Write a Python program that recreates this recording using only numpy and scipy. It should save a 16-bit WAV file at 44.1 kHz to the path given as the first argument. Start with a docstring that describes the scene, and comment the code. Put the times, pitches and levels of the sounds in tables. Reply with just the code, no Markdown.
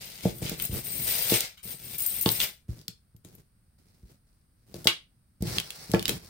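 """Hands sort through costume jewelry on a cloth-covered table in a small, quiet room.
First, fine chains are dragged and dropped: their links jingle and scrape, loose pendants ring along,
and the table rumbles. Soon the hand and heavier pieces thud on it, and beads and pendants clack.
From 2.7 s a bead necklace is fingered softly, hissing on the cloth; the sharpest clack comes at 4.9 s.
From 5.4 s the necklace slides more loudly, in a last flurry of clacks and thuds."""
import sys
import numpy as np
from scipy import signal
from scipy.fft import rfft, irfft, next_fast_len
from scipy.io import wavfile

SR = 44100
rng = np.random.default_rng(int(sys.argv[2]) if len(sys.argv) > 2 else 0)


def digitize_waveform(pressure):
    """Quantize a signal to 16-bit integers and store it at the path in sys.argv[1].

    Rows of a 2-D input are taken as channels; values are limited to [-1, 1].
    """
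    field = np.atleast_2d(pressure).T
    bounded = np.clip(field, -1, 1)
    quanta = np.round(bounded * 32767).astype(np.int16)
    wavfile.write(sys.argv[1], SR, quanta)


N = 277389
TIME = np.arange(N) / SR

# Levels are relative; t is the start time, f the frequency, t60 the time to fade by 60 dB.
# the quiet room's tone: f/Hz, level/dB
HUSH_SPECTRUM = [(20, -8.5), (45, 2), (80, 1.5), (190, -6), (290, -15), (420, -23), (1000, -27.5),
                 (1400, -25), (3300, -34.5), (4800, -29), (7300, -41), (8500, -23.5), (9600, -24.5),
                 (11500, -34.5), (16000, -30.5)]
# a chain is pulled or shaken: t/s, length/s, swell/dB, jingle/dB, scrape/dB, table rumble/dB
CHAIN_MOVES = [(0, 0.26, -8.5, -52.5, -48, -56), (.22, 0.078, -2, -48, -43.5, -40),
               (.33, .09, 3.5, -49.5, -57.5, -47), (.415, 0.11, -1, -48.5, -40.5, -37),
               (.565, 0.085, 9.5, -41.5, -47, -46.5), (.7, 0.081, 7.5, -41, -46, -37.5),
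               (.83, 0.22, 6, -36, -44, -45), (1.06, 0.25, -3.5, -31, -35, -48),
               (1.285, 0.074, 4.5, -29, -29.5, -41.5), (1.39, .06, -5, -45, -35.5, -52),
               (1.624, .1, 6.5, -42, -49.5, -49.5), (1.78, 0.17, 10.5, -46, -50.5, -52.5),
               (1.975, 0.35, -1.5, -34.5, -45.5, -53), (2.255, 0.12, 1.5, -35, -41, -45),
               (2.39, 0.045, -1.5, -31, -30.5, -43)]
# the jingling links' tone: f/Hz, level/dB
JINGLE_SPECTRUM = [(5000, -41), (7300, -21), (8200, -5), (9000, -2.5), (10000, -11), (11500, -10),
                   (13300, -9), (14200, 4), (15000, -3), (15800, -12)]
# the scraping chain's tone: f/Hz, level/dB
SCRAPE_SPECTRUM = [(250, -21), (450, -4.5), (650, -5.5), (1120, -16), (1750, -8.5), (2360, -2.5),
                   (3200, -4), (4400, -3), (5150, -3), (5900, -3.5), (7300, -6.5), (11000, -10.5),
                   (16000, -15.5)]
# the notes of loose pendants: f/Hz, level/dB, t60/s
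PENDANT_NOTES = [(1670, -5.5, 0.22), (2200, 3.5, 0.035), (2364, 1.5, 0.076), (2900, -5, 0.22),
                 (2840, 0.5, 0.15), (3430, -10, 0.083), (4110, -8, .05), (5300, -2, 0.052)]
# the rubbed table's tone: f/Hz, level/dB
RUMBLE_SPECTRUM = [(22, -30), (48, -4), (80, -4), (125, 1), (190, -2.5), (280, -11.5), (400, -10),
                   (650, -21), (1000, -27), (2000, -28.5)]
# the room's echo: f/Hz, t60/s, level/dB
ROOM_ECHO = [(100, 0.17, -6), (330, 0.21, -3), (1230, 0.19, 9), (1940, 0.23, 0), (3508, 0.23, -1),
             (8000, 0.2, 0.5), (16000, 0.12, -1.5)]
# blows on the table: t/s, level/dB, brightness/Hz (low for a fingertip, high for a pendant)
TABLE_BLOWS = [(.254, -20, 439), (.419, -40, 600), (0.515, -36, 500), (.693, -34, 110), (.727, -33, 115),
               (1.319, -23.5, 470), (1.655, -48, 250), (2.26, -22, 800), (2.689, -31, 76),
               (2.884, -45.5, 200), (3.145, -50.5, 150), (3.249, -52, 400), (4.03, -48.5, 70),
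               (4.742, -44, 500), (4.855, -33, 640), (4.87, -34, 1200), (5.405, -35.5, 70),
               (5.423, -27.5, 303), (5.451, -32, 132.6), (5.894, -38.5, 180), (5.938, -17.5, 830),
               (6.094, -34, 540)]
# the table top's own notes: f/Hz, level/dB, t60/s
TABLE_NOTES = [(47.7, -18.5, 0.16), (82, -18.5, 0.043), (115, -4.5, 0.18), (180.5, 1.5, 0.085),
               (265, -5, 0.044), (343.1, -1.5, 0.11), (454, -1.5, 0.081), (602, 3.5, 0.018),
               (689, -9.5, 0.039), (880, -4.5, 0.043), (1100, -3.5, 0.032), (1350, -10.5, 0.039),
               (1723, -3.5, 0.09), (2350, -15, 0.049)]
# beads and pendants knock: t/s, ring/dB, f/Hz, snap/dB, echo/dB, left over right/dB
KNOCKS = [(0.464, -24.5, 3220, -38, 0, -2), (0.495, -35, 3600, -19.5, -29, 3),
          (0.599, -21.5, 3150, -25, -3.5, 3), (1.299, -16, 3580, -28, -9, 3),
          (1.34, -21, 2830, -19, -18, -17), (1.349, -20, 3100, -38, -5, -6),
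          (1.406, -31, 4500, -11, -17, -1), (1.573, -48, 3040, -49, 10.5, 2),
          (2.2597, -9.5, 3650, -26, -4.5, 1), (2.29, -9, 4090, -23, -9, 0),
          (2.4023, -11.5, 3430, -16, -4, -1), (2.415, -15, 3180, -39, -8, 7),
          (2.791, -40.5, 4700, -53.5, -4, 1), (2.814, -40, 4700, -45.5, -6, -1),
          (2.881, -18.5, 4360, -25, -9.5, 3), (3.165, -62, 4870, -52.5, -12.5, 6),
          (3.248, -56.5, 2400, -42.5, -5, 14), (3.287, -51, 4820, -52, -11, 6),
          (4.742, -31.5, 4850, -38.5, -8, 10), (4.844, -56, 4370, -27.5, 3, 5),
          (4.8713, 0, 3950, -15.5, -7, 2), (4.8737, -6.5, 2820, -13.5, -2, 0),
          (5.4232, -32, 3830, -25, -16, 1), (5.4704, -30.5, 3300, -33, -1, -2),
          (5.5838, -9, 3450, -23, -10.5, -2), (5.6, -19.5, 3080, -21, -14, 1),
          (5.705, -24, 3390, -24.5, -8, -1.5), (5.916, -26.5, 4070, -22.5, -10, 0),
          (5.936, -22, 4400, -27.5, -1, 1), (5.946, -18.5, 2490, -27, -7, 1),
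          (5.9942, -18.5, 3520, -26, -8, 1), (6.0265, -27, 3040, -23.5, -9, -1),
          (6.0554, -9.5, 3740, -23.5, -8.5, -0.5), (6.08, -19.5, 3210, -18, -2.5, -11),
          (6.093, -14, 3160, -13, -9, 5.5)]
# a bead's own notes: multiple of the knock's f, level/dB
BEAD_NOTES = [(.58, -18.5), (.82, -4.5), (1.002, 1), (1.201, -1.5), (1.45, -6.5), (1.8, -12.5), (2.4, -15)]
# a chain jerks and its links clash: t/s, level/dB, f/Hz
CHAIN_JERKS = [(.622, -19.5, 14240), (.64, -25, 14600), (.652, -19.5, 14900), (1.111, -20.5, 14000),
               (1.63, -47, 14500), (1.983, -22.5, 13950), (2.004, -19.5, 15600), (2.021, -21, 15500),
               (2.063, -16, 13550), (2.212, -17, 14200), (2.226, -19.5, 14760), (2.317, -16, 15400),
               (2.439, -21, 14530), (3.164, -55, 11800), (3.351, -45.5, 14000)]
# the necklace is fingered or slid: t/s, length/s, swell/dB, hiss/dB, table rumble/dB
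NECKLACE_MOVES = [(2.68, 0.11, 0.5, -61, -50.5), (3.24, .16, -2.5, -70.5, -56.5), (3.78, 0.26, 0, -73, -66),
                  (4.05, .07, 5.5, -70, -59.5), (4.26, .17, -6.5, -78.5, -76.5), (4.56, .09, 0, -78, -81),
                  (4.66, 0.077, 10, -69, -58.5), (4.735, 0.08, -4.5, -56, -46),
                  (5.402, 0.0196, -3.5, -61, -53), (5.425, 0.15, 11.5, -40, -39),
                  (5.62, .27, 1.5, -47.5, -57.5), (5.89, .18, -3.5, -52, -44.5),
                  (6.08, 0.1, -13, -43.5, -37), (6.22, 0.043, 2, -53.5, -49.5)]
# the rubbed cloth's tone: f/Hz, level/dB
CLOTH_SPECTRUM = [(200, -16.5), (400, -1), (700, 0.5), (1000, -6), (1300, -6), (2140, -2), (3130, -9),
                  (4300, 2.5), (5600, 2), (6700, -7.5), (9000, -3.5), (13500, -12), (16000, -2)]
# how alike left and right sound: f/Hz, likeness from 0 to 1
STEREO_LIKENESS = [(50, 0.9), (170, .95), (500, 0.34), (1000, .1), (3000, .05), (16000, 0.08)]


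def from_db(db):
    """Turn decibels into a factor to multiply by."""
    return 10 ** (np.asarray(db) / 20)


def rms_one(x):
    """Scale a sound so that its average strength (rms) is 1."""
    return x / np.sqrt(np.mean(x ** 2) + 1e-20)


def pan(db):
    """Factors that make the left side db decibels louder than the right."""
    return from_db([[db / 2], [-db / 2]])


def at_hz(points, hz, column=1):
    """Read a table between its rows, on a scale of pitch."""
    rows = np.array(points)
    return np.interp(np.log(np.maximum(hz, 1)), np.log(rows[:, 0]), rows[:, column])


def add(track, s, sound):
    """Mix a sound in, starting at s seconds."""
    start = round(s * SR)
    track[..., start:start + sound.shape[-1]] += sound[..., :N - start]


def fade(t, t60):
    """Start at 1 and fall by 60 dB every t60 seconds."""
    return np.exp(-np.log(1000) * t / t60)


def colour(pair, spectrum):
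    """Turn two unrelated noises into stereo sound with a given tone, alike in the bass."""
    size = next_fast_len(N)
    hz = np.fft.rfftfreq(size, 1 / SR)
    mid, side = rfft(pair, size) * from_db(at_hz(spectrum, hz))
    alike = np.clip(at_hz(STEREO_LIKENESS, hz), 0, 1)
    mid, side = mid * np.sqrt(1 + alike), side * np.sqrt(1 - alike)
    return rms_one(irfft([mid + side, mid - side], size)[:, :N])


def hush():
    """The room's faint, steady background noise."""
    return from_db(-65) * colour(rng.standard_normal((2, N)), HUSH_SPECTRUM)


def hand_moves(rows, attack_s, release_t60=0.22):
    """Each move starts fast, swells or sinks, then dies away; gives one loudness curve per level column."""
    t, power = TIME[:SR], np.zeros((len(rows[0]) - 3, N))
    for s, length, swell_db, *levels_db in rows:
        held = from_db(swell_db * (np.minimum(t / length, 1) - .5))
        shape = np.minimum(t / attack_s, 1) * held * fade(np.maximum(t - length, 0), release_t60)
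        add(power, s, np.outer(from_db(levels_db), shape) ** 2)
    return np.sqrt(power)


def contacts(per_s, spread_db, clump_db):
    """Tiny touches make random clicks that come in clumps, most small and a few large."""
    knots = rng.standard_normal(8192)
    clumping = np.interp(TIME * 70, np.arange(len(knots)), knots)  # 70 random values a second
    touches = rng.random(N) < per_s / SR * from_db(clump_db * clumping)
    sizes = from_db(spread_db * np.minimum(rng.exponential(1, N), 4))
    return touches * sizes * rng.standard_normal((2, N)) / np.sqrt(per_s)


def contact_rate(loudness, per_s):
    """A strand that moves slowly is quieter and makes fewer touches a second."""
    return per_s * (loudness / loudness.max() + 0.033)


def pings(per_s, lowest_hz, highest_hz, parts, t60=0.035):
    """Small parts, each with its own pitch, are struck at random and ring briefly."""
    strikes = contacts(per_s, spread_db=2, clump_db=0.5)
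    t, out = TIME[:SR // 12], np.zeros((2, N))
    tones = np.sin(2 * np.pi * rng.uniform(lowest_hz, highest_hz, (parts, 1)) * t) * fade(t, t60)
    part = rng.integers(0, parts, N)
    for i in np.flatnonzero(strikes[0]):
        add(out, i / SR, strikes[:, i:i + 1] * tones[part[i]])
    return rms_one(out)


def link_jingle(shake):
    """Tiny links tick against each other, and some ring."""
    ticks = rms_one(contacts(per_s=10000, spread_db=2, clump_db=0.5))
    rings = pings(per_s=1500, lowest_hz=7750, highest_hz=15740, parts=120)
    return shake * colour(ticks + from_db(-1.5) * rings, JINGLE_SPECTRUM) * from_db(1)


def chain_scrape(pull):
    """The chain rasps over edges and sets the beads under it chattering."""
    rasp = rms_one(contacts(contact_rate(pull, per_s=16000), spread_db=2.5, clump_db=1))
    chatter = pings(per_s=850, lowest_hz=1930, highest_hz=5250, parts=30)
    return pull * colour(rasp + from_db(-9.5) * chatter, SCRAPE_SPECTRUM) * from_db(0.5)


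def pendants(shaking):
    """Loose pendants ring along at their own notes with whatever touches the pile."""
    out = 0
    for hz, db, t60 in PENDANT_NOTES:
        kept, angle = fade(1 / SR, t60), 2 * np.pi * hz / SR  # per sample
        feedback = [1, -2 * kept * np.cos(angle), kept * kept]
        ringing = signal.lfilter([0, np.sin(angle)], feedback, shaking + 1e-18)
        boost = t60 * SR / (2 * np.log(1000))  # how much the ringing builds up at its own note
        out = out + from_db(db) * ringing / boost
    return out


def table_rumble(rubbing):
    """Rubbing makes the table give a low, grainy rumble."""
    return rubbing * colour(contacts(per_s=1400, spread_db=2, clump_db=4), RUMBLE_SPECTRUM)


def room(x, build_s=0.0028):
    """Echoes from the walls build up quickly, then each band of pitch fades at its own pace."""
    t, echo = TIME[:SR * 3 // 4], 0
    edges = np.geomspace(50, 18000, 11)
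    for low, high in zip(edges, edges[1:]):
        band_filter = signal.butter(2, [low, high], "band", fs=SR, output="sos")
        band = signal.sosfilt(band_filter, rng.standard_normal((2, len(t))))
        hz = np.sqrt(low * high)
        echo = echo + band * fade(t, at_hz(ROOM_ECHO, hz)) * from_db(at_hz(ROOM_ECHO, hz, column=2))
    echo = rms_one(echo * (1 - np.exp(-(t / build_s) ** 2))) / np.sqrt(len(t))
    return signal.fftconvolve(x, echo, axes=1)[:, :N]


def table_thuds(patter_db=-38, patter_t60=0.2, lag_cycles=0.25):
    """A blow rings the table's own notes; a soft touch reaches only the low ones."""
    t, thuds = TIME[:SR // 3], np.zeros((2, N))
    for s, db, brightness_hz in TABLE_BLOWS:
        notes = 0
        for k, (hz, note_db, t60) in enumerate(TABLE_NOTES):
            strength = from_db(note_db + 3 * rng.normal())  # depends on the spot struck
            notes = notes + strength * fade(t, t60) * np.sin(2 * np.pi * (hz * t - k * lag_cycles))
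        # one sharp push, then a short patter as the piece settles
        force = from_db(patter_db) * rng.standard_normal(len(t)) * fade(t, patter_t60)
        force[0] = 1
        softness = signal.butter(2, [36, brightness_hz], "band", fs=SR, output="sos")
        blow = signal.sosfilt(softness, signal.fftconvolve(force, notes)[:len(t)])
        add(thuds, s, from_db(db) * blow / blow[:SR // 40].std())
    return thuds + from_db(-7) * room(thuds)


def bead_clacks(ring_cycles=27, snap_t60=0.014, snap_above_hz=3600, contact_s=0.00023):
    """Each knock is a hard snap plus a few notes that the string and the cloth soon muffle."""
    t, direct, spread = TIME[:SR // 16], np.zeros((2, N)), np.zeros((2, N))
    treble = signal.butter(2, snap_above_hz, "high", fs=SR, output="sos")
    for s, ring_db, ring_hz, snap_db, echo_db, side_db in KNOCKS:
        notes = 0
        for multiple, db in BEAD_NOTES:
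            hz = ring_hz * multiple * rng.normal(1, 0.022)  # no two beads are alike
            # each note reaches left and right out of step
            phase = rng.permutation([-0.07, 0.07])[:, None] * rng.uniform(1, 1.8)
            notes = notes + from_db(db) * fade(t, ring_cycles / hz) * np.sin(2 * np.pi * (hz * t + phase))
        snap = signal.sosfilt(treble, rng.standard_normal((2, len(t))) * fade(t, snap_t60))
        rise = 1 - np.exp(-(t / contact_s) ** 2)  # builds while the two pieces touch
        knock = (from_db(ring_db) * notes + from_db(snap_db) * snap) * rise * pan(side_db)
        add(direct, s, knock)
        add(spread, s, knock * from_db(echo_db))
    return direct + room(spread) + from_db(1) * pendants(spread)


def chain_jerks(clash_t60=0.02, ring_t60=0.059, above_hz=8000):
    """Many links clash at once, and one rings on after the rest."""
    t, out = TIME[:SR // 10], np.zeros((2, N))
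    treble = signal.butter(3, above_hz, "high", fs=SR, output="sos")
    for s, db, hz in CHAIN_JERKS:
        clash = signal.sosfilt(treble, rng.standard_normal((2, len(t))) * fade(t, clash_t60))
        ping = np.sin(2 * np.pi * (hz * t + rng.random((2, 1)))) * fade(t, ring_t60)
        add(out, s, from_db(db) * (from_db(-1) * clash + from_db(-4.5) * ping))
    return out


def necklace_hiss(slide):
    """Sliding beads catch on the cloth's fibres; the many tiny clicks blur into a hiss."""
    fibres = contacts(contact_rate(slide, per_s=34000), spread_db=3, clump_db=4.5)
    return slide * colour(fibres, CLOTH_SPECTRUM)


def scene():
    """The hand's moves drive the jewelry and the table, over the faint hush of the room."""
    background = hush()
    shake, pull, chain_rub = hand_moves(CHAIN_MOVES, attack_s=0.015)
    slide, necklace_rub = hand_moves(NECKLACE_MOVES, attack_s=0.0079)
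    jingle = (link_jingle(shake) + chain_jerks()) * pan(7)
    scrape = chain_scrape(pull) * pan(2.9)
    rustle = jingle + scrape + from_db(-7.5) * pendants(scrape) + necklace_hiss(slide)
    jewelry = rustle + from_db(-7) * room(rustle) + bead_clacks()
    table = table_thuds() + table_rumble(chain_rub + necklace_rub)
    return background + jewelry + table


def record(dry, cutoff_hz=15850):
    """Clip any peak beyond full scale, then cut off the very highest treble."""
    treble_cut = signal.ellip(12, .1, 95, cutoff_hz, fs=SR, output="sos")
    return signal.sosfilt(treble_cut, np.clip(dry, -1, 1))


dry = scene()
out = record(dry)
digitize_waveform(out)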